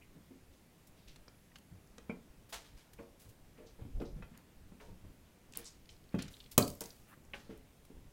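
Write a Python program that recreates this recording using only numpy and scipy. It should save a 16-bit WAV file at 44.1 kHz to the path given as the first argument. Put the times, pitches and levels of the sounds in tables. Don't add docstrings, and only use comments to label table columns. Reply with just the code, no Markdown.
import sys
import numpy as np
from scipy import signal
from scipy.fft import rfft, irfft
from scipy.io import wavfile
from scipy.ndimage import uniform_filter1d

SR = 44100
rng = np.random.default_rng(int(sys.argv[2]) if len(sys.argv) > 2 else 0)


def inscribe(sig):
    pcm = np.round(np.clip(np.atleast_2d(sig).T, -1, 1) * 32767)
    wavfile.write(sys.argv[1], SR, pcm.astype(np.int16))


N = 358091

# (f/Hz, level/dB per Hz)
HISS_TONE = [(12, -14), (20, -4), (48, -2.5), (179, -0.5), (1240, -19), (2230, -19.5), (4030, -24.5),
             (15100, -28), (16400, -34.5)]
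HISS_DB = -64

# (t/s, rms level/dB)
SHUFFLE_LEVELS = [(0.0, -61), (0.81, -69), (1.2, -64), (1.56, -75.5), (2.24, -64.5), (2.83, -69),
                  (3.82, -62), (3.98, -50), (4.16, -50), (4.32, -54), (4.43, -76), (4.93, -56), (5.22, -70),
                  (5.5, -65), (5.67, -65), (6.79, -58.5), (6.94, -66.5), (8.12, -62.5)]
# (f/Hz, level/dB per Hz)
SHUFFLE_SPECTRUM = [(15, 1), (30, 0.5), (60, -2.5), (120, -13.5), (250, -23.5), (500, -31.5), (1000, -49.5),
                    (3000, -74.5)]

# (start t/s,
# t60/s, rms level before the swell and fade/dB, centre f/Hz, width/octaves)
SCUFFS_AND_RATTLES = [(.01, 0.11, -63, 2360, 0.3), (.52, .36, -73.5, 4070, .8), (.865, 0.049, -61, 8900, 1.6),
                      (.96, 0.65, -72, 3500, 0.71), (1.07, 0.28, -61, 3400, 0.88), (2.489, 0.12, -56.5, 6000, 6.2),
                      (2.523, 0.27, -44, 2200, 1.9), (2.64, 0.38, -63, 2240, 1.55), (2.765, 0.31, -62, 2230, 1.84),
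                      (2.978, 0.086, -60.5, 2290, 0.33), (3.19, 0.45, -61.5, 8000, 2.7), (3.283, 0.13, -63.5, 8000, 2.8),
                      (3.565, .37, -67, 1530, 1), (3.657, 0.28, -66.5, 4670, .6), (4.045, 0.26, -66, 4530, .5),
                      (4.33, 0.5, -66.5, 1460, 1), (4.8, .59, -66, 1900, 2.2), (5.545, 0.56, -55, 2290, 1.4),
                      (5.582, 0.073, -51, 13000, 1.4), (5.65, 0.21, -51, 5700, 0.63), (5.89, 0.24, -63, 3920, 1.06),
                      (6.115, 0.25, -65.5, 1540, 0.98), (6.184, 0.28, -47.5, 2360, 1.1), (6.3, 0.81, -62.5, 3930, 2.1),
                      (6.511, .09, -47.5, 10100, 2.5), (6.58, 0.057, -25, 8000, 7.8), (6.605, 0.26, -43, 8000, 1.1),
                      (6.665, 0.53, -54.5, 8100, 1.9), (6.81, 0.75, -55.5, 7750, 4.7), (7.075, 0.38, -67, 12900, .7),
                      (7.075, 0.18, -69, 2400, 0.5), (7.338, 0.5, -58.5, 2070, 1.64), (7.495, 0.39, -65, 1590, 1.2)]
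SCUFF_RISE_S, FIRM_SCUFF_DB, RISE_HALVING_DB = .01, -56, 20

# (t/s, peak level/dB, centre f of the woken modes/Hz, width/octaves, contact rise/ms)
KNOCKS = [(.152, -51, 171, 0.75, 8), (.303, -48, 292, 0.32, 7.7), (1.28, -48.5, 597, 3.2, 0.73),
          (1.713, -45.5, 112, 0.83, 7.9), (1.981, -47, 506, 3.6, 1.5), (2.0945, -28, 194, 0.19, 2.43),
          (2.523, -42, 925, 0.89, 7.3), (2.986, -43, 304, 1.4, 8.5), (3.254, -51.5, 80, 0.54, 4.1),
          (3.578, -50, 313, 0.91, 16), (3.63, -53.5, 330, 0.89, 11), (3.788, -47, 242, 1.46, 5),
          (3.814, -39.5, 99, 0.87, 3.1), (3.849, -46.5, 283, 0.51, 3.7), (3.998, -39.5, 410, 0.66, 2.5),
          (4.011, -32, 277, 0.63, 4.2), (4.158, -40.5, 164, 0.46, 9.8), (4.178, -43, 167, 0.93, 4.2),
          (4.223, -41.5, 1170, 1.53, 1.9), (4.308, -46, 161, 0.58, 6.4), (4.716, -44, 205, 0.57, 2.8),
          (4.799, -51, 695, 1.16, 14), (4.879, -47.5, 150, 1.36, 8.8), (5.04, -45.5, 130, 1.24, 6.7),
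          (5.099, -52, 200, 0.89, 3.7), (5.562, -49, 326, 1.2, 12), (6.1425, -23, 195, 0.89, 2.45),
          (6.5785, -12, 340, 1.82, 1.33), (6.809, -37.5, 466, 1.7, 3.1), (7.173, -56, 244, .85, 2.5),
          (7.25, -55.5, 300, 0.76, 1.6), (7.335, -40, 447, 2.2, 6), (7.493, -39.5, 303, 0.48, 7),
          (7.897, -46.5, 288.5, .45, 4.9), (7.96, -53, 242, 0.84, 5.3)]
# (f/Hz, level/dB, t60/s)
BOARD_MODES = [(69.8, -2.5, 0.062), (95.4, -7.5, 0.21), (123, -1, 0.049), (169, 0.5, 0.06),
               (216.2, 2.5, 0.043), (278.7, -2.5, 0.071), (350.6, -5, 0.07), (444.8, 2, 0.056),
               (508, -0.5, 0.061), (584.5, -1, 0.079), (694.4, -4, 0.061), (815, 4.5, 0.022),
               (903, 0, 0.041), (1049, 4.5, 0.03), (1142, -4.5, 0.05), (1347, -11.5, 0.085),
               (1450, -2.5, 0.066), (1663, 4.5, 0.028), (2030, -3.5, 0.054), (2230, -5, 0.039),
               (2460, -2, 0.068), (3110, -9, 0.095)]
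RING_FACTOR, RING_REFERENCE_S, RING_POWER = 1.3, 0.0048, 0.76
UPPER_MODES_DB, UPPER_DB_PER_OCTAVE, UPPER_DB_PER_MS = -7.5, -3, -2.5

# (t/s, peak level/dB, centre f/Hz, width/octaves, t60 of the rattle/ms)
STRIKES = [(1.084, -51.5, 3400, 2.2, 19), (1.16, -47.5, 2000, 1.83, 28), (1.281, -50.5, 4900, 0.23, 19),
           (1.516, -58, 2250, 0.33, 41), (1.557, -44, 2100, 1.4, 40), (1.585, -50, 4500, 2, 24),
           (1.873, -61, 6500, .8, 20), (1.982, -43.5, 4740, 0.94, 14.5), (2.096, -40, 2270, .12, 74),
           (2.933, -46, 5000, 3.7, 50), (4.001, -52, 3780, 0.53, 35), (4.224, -54.5, 2300, 1, 50),
           (4.376, -43, 10000, 1.6, 9.6), (4.8, -53, 1870, .5, 40), (5.524, -45.5, 5660, .7, 8.1),
           (5.536, -44, 3680, 1.1, 11), (5.557, -39, 6200, 0.73, 5), (5.573, -19, 13100, 0.94, 6),
           (5.645, -46, 7000, .7, 13), (5.857, -57, 3700, 0.68, 15), (5.891, -46.5, 3300, 0.73, 28),
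           (5.965, -58.5, 4000, .5, 11), (6.04, -63, 4000, .4, 10), (6.091, -60, 4170, 0.28, 12),
           (6.188, -50, 2470, 3.7, 30), (6.223, -34.5, 4950, 1, 24), (6.281, -46, 3320, 1.14, 39),
           (6.339, -46.5, 3470, 0.28, 35), (6.368, -49.5, 3500, 0.81, 17), (6.402, -43, 3360, 0.45, 35),
           (6.441, -50, 3920, 0.42, 18), (6.461, -51, 2960, .6, 20), (6.5792, -5, 5870, 1.36, 5.9),
           (6.5805, -8.5, 14360, 0.34, 6.2), (6.624, -29, 4270, 0.2, 22), (6.678, -28.5, 9000, 1.6, 25),
           (6.702, -33.5, 7000, 1.5, 10), (6.715, -48.5, 12400, 0.47, 14), (6.752, -46, 12000, 0.3, 14),
           (6.807, -28.5, 10000, 1.56, 30), (6.817, -36.5, 6000, 0.93, 23), (6.839, -41, 6160, .8, 15),
           (6.857, -44, 5570, .4, 22), (6.904, -44, 4570, 0.43, 24), (7.249, -58.5, 7200, 0.58, 30),
           (7.335, -33, 2250, 0.46, 47), (7.576, -52.5, 12400, 1.1, 20), (7.851, -50, 6000, 2.3, 25)]

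WHISTLE_S, WHISTLE_END_S, WHISTLE_FADE_S = 1.18, 1.94, .03
WHISTLE_DB, WHISTLE_HZ, SLIDE_HZ, SLIDE_S = -87.5, 11170, 905, 0.16

CREAK_S, CREAK_END_S, CREAK_HZ, CREAK_END_HZ = 7.06, 7.148, 1050, 1558
CREAK_DB, CREAK_SWELL_DB = -57.5, 21

# (f/Hz, t60/s)
ROOM_DECAY = [(60, 0.45), (200, 0.35), (700, 0.31), (2000, 0.21), (6000, 0.28), (14000, 0.15)]
EDGE_HZ = 16150


def gain_of(db):
    return 10 ** (np.asarray(db) / 20)


def evened(x):
    return x / np.sqrt(np.mean(x ** 2) + 1e-20)


def drifting(x, size, axis=-1):
    return evened(uniform_filter1d(x, size=size, axis=axis))


def read_curve(points, hz):
    f, value = np.transpose(points)
    return np.interp(np.log(hz + 1), np.log(f + 1), value)


def bell(hz, centre_hz, octaves, order=4):
    distance = np.log2((hz + 1) / centre_hz)
    return 1 / (1 + abs(distance / max(octaves, .05)) ** order)


def band_of(x, hz, octaves):
    return irfft(rfft(x) * bell(np.fft.rfftfreq(len(x), 1 / SR), hz, octaves), len(x))


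def add(mix, s, sound):
    part = mix[max(round(s * SR), 0):][:len(sound)]
    part += sound[:len(part)]


def played(rows, source):
    mix = np.zeros(N)
    for s, *columns in rows:
        add(mix, s, source(*columns))
    return mix


def wash(tone, patchy_db):
    frames, hz = N // 512 + 5, np.fft.rfftfreq(2048, 1 / SR)
    real, imaginary, patches = rng.standard_normal((frames, 1025, 3)).T
    patches = uniform_filter1d(patches, size=20, axis=0)
    patches = drifting(patches, 8, axis=1)
    level_db = read_curve(tone, hz)[:, None] + patchy_db * patches
    spectrum = (real + 1j * imaginary) * gain_of(level_db)
    return evened(signal.istft(spectrum, nperseg=2048, noverlap=1536)[1][:N])


def hiss_and_rumble():
    return gain_of(HISS_DB) * wash(HISS_TONE, patchy_db=.9)


def shuffle():
    s, db = np.transpose(SHUFFLE_LEVELS)
    lumps = uniform_filter1d(rng.standard_normal(N), size=1800)
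    lumps_db = 4.9 * drifting(lumps, 1800)
    level_db = np.interp(np.arange(N) / SR, s, db) + lumps_db
    return gain_of(level_db) * wash(SHUFFLE_SPECTRUM, patchy_db=1.2)


def scuff(t60, db, hz, octaves):
    t = np.arange(SR // 2) / SR
    rise = SCUFF_RISE_S * 2 ** ((FIRM_SCUFF_DB - db) / RISE_HALVING_DB)
    fibres, clumps = rng.standard_normal((2, len(t)))
    fibres = fibres * gain_of(2.0 * drifting(clumps, 90))
    swell = np.minimum(t / max(rise, 1e-3), 1)
    fade = gain_of(-60 * np.maximum(t - rise, 0) / max(t60, 1e-3))
    return gain_of(db) * evened(band_of(fibres, hz, octaves)) * swell * fade


def thud(db, centre_hz, octaves, rise_ms):
    t = np.arange(12288) / SR
    hz, level_db, t60 = np.transpose(BOARD_MODES)[..., None]
    rise = max(rise_ms, .1) / 1000
    ring_t60 = t60 * RING_FACTOR * (rise / RING_REFERENCE_S) ** RING_POWER

    detune, phase = rng.uniform(-1.14, 1, (2, len(BOARD_MODES), 1))
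    mode_hz = hz * (1 + 0.053 * detune)
    modes = gain_of(level_db - 60 * t / ring_t60) * np.sin(2 * np.pi * mode_hz * t + np.pi * phase)

    rattle = drifting(rng.standard_normal(modes.shape), 130, axis=1)
    modes = modes * (1 + 1.21 * rattle * np.minimum(hz / 900, 1) * np.minimum(t / 0.01, 1))

    upper_db = UPPER_MODES_DB + UPPER_DB_PER_MS * rise_ms + UPPER_DB_PER_OCTAVE * np.log2(hz / centre_hz)
    upper = (hz > centre_hz) * gain_of(upper_db)
    woken = np.maximum(bell(hz, centre_hz, octaves, order=3), upper)
    sound = (woken * modes).sum(0) * (1 - np.exp(-t / rise))
    return gain_of(db) * sound / abs(sound).max()


def tick(db, hz, octaves, t60_ms):
    t = np.arange(4096) / SR
    t60 = t60_ms / 1000
    rattle, ripple = rng.standard_normal((2, len(t)))
    fade = gain_of(-60 * t / max(t60, 1e-3))
    rise = 1 - np.exp(-t / max(0.024 * t60, 1e-5))
    drive = 0.39 * rattle * fade * rise
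    drive[0] = 0.94

    f = abs(np.fft.fftfreq(len(t), 1 / SR))
    bins = np.round(f * len(t) / SR).astype(int)
    ripple_db = 1.6 * drifting(ripple, 40)[bins]
    log_gain = np.log(bell(f, hz, octaves) * gain_of(ripple_db) + 1e-4)
    body = np.exp(np.conj(signal.hilbert(log_gain)))
    sound = np.fft.ifft(np.fft.fft(drive) * body).real
    return gain_of(db) * sound / abs(sound).max()


def whistle():
    t = np.arange(N) / SR
    hz = WHISTLE_HZ - SLIDE_HZ * np.exp(-np.maximum(t - WHISTLE_S, 0) / SLIDE_S)
    waver_hz = 25 * drifting(rng.standard_normal(N), 900)
    fades = np.clip(np.minimum(t - WHISTLE_S, WHISTLE_END_S - t) / WHISTLE_FADE_S, 0, 1)
    level_db = WHISTLE_DB + 3.4 * drifting(rng.standard_normal(N), 1500)
    level = np.sqrt(2) * fades * gain_of(level_db)
    return level * np.sin(2 * np.pi * np.cumsum(hz + waver_hz) / SR)


def creak():
    u = np.linspace(0, 1, round((CREAK_END_S - CREAK_S) * SR))
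    cycles = np.cumsum(CREAK_HZ + (CREAK_END_HZ - CREAK_HZ) * u ** 2) / SR
    a, b = uniform_filter1d(rng.standard_normal((2, 8192)), size=50, axis=1)[:, :len(u)]
    slips = evened(a * np.cos(2 * np.pi * cycles) + b * np.sin(2 * np.pi * cycles))
    swell = gain_of(CREAK_DB - CREAK_SWELL_DB * (1 - u))
    stop = np.minimum((1 - u) / .08, 1)
    return swell * stop * slips


def room(x):
    taps = np.zeros((3, SR))
    at = np.arange(300, SR - 20, 20) + rng.integers(0, 20, (3, (SR - 301) // 20))
    np.put_along_axis(taps, at, rng.choice([-1., 1.], at.shape), 1)
    hz, t, bands = signal.stft(taps, SR, nperseg=512)
    decay = gain_of(-60 * t / read_curve(ROOM_DECAY, hz)[:, None])
    tails = signal.istft(bands * decay, SR, nperseg=512)[1]

    cycles = np.arange(N) / SR * 1.3 + np.arange(3)[:, None] / 3
    turns = np.cos(2 * np.pi * cycles) * np.sqrt(2 / 3)
    return signal.fftconvolve(x * turns, tails / np.linalg.norm(tails[0]), axes=1)[:, :N].sum(0)


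def scene():
    scuffs, thuds, ticks = played(SCUFFS_AND_RATTLES, scuff), played(KNOCKS, thud), played(STRIKES, tick)
    add(scuffs, CREAK_S, creak())
    echoes = room(gain_of(-5.5) * thuds + gain_of(-14) * ticks + gain_of(-13) * scuffs)
    mix = thuds + ticks + scuffs + echoes + shuffle() + hiss_and_rumble() + whistle()
    return mix[None]


def record(dry):
    low_pass = signal.firwin(511, EDGE_HZ, window=("kaiser", 9), fs=SR)
    return signal.oaconvolve(dry, low_pass[None], "same")


dry = scene()
out = record(dry)
inscribe(out)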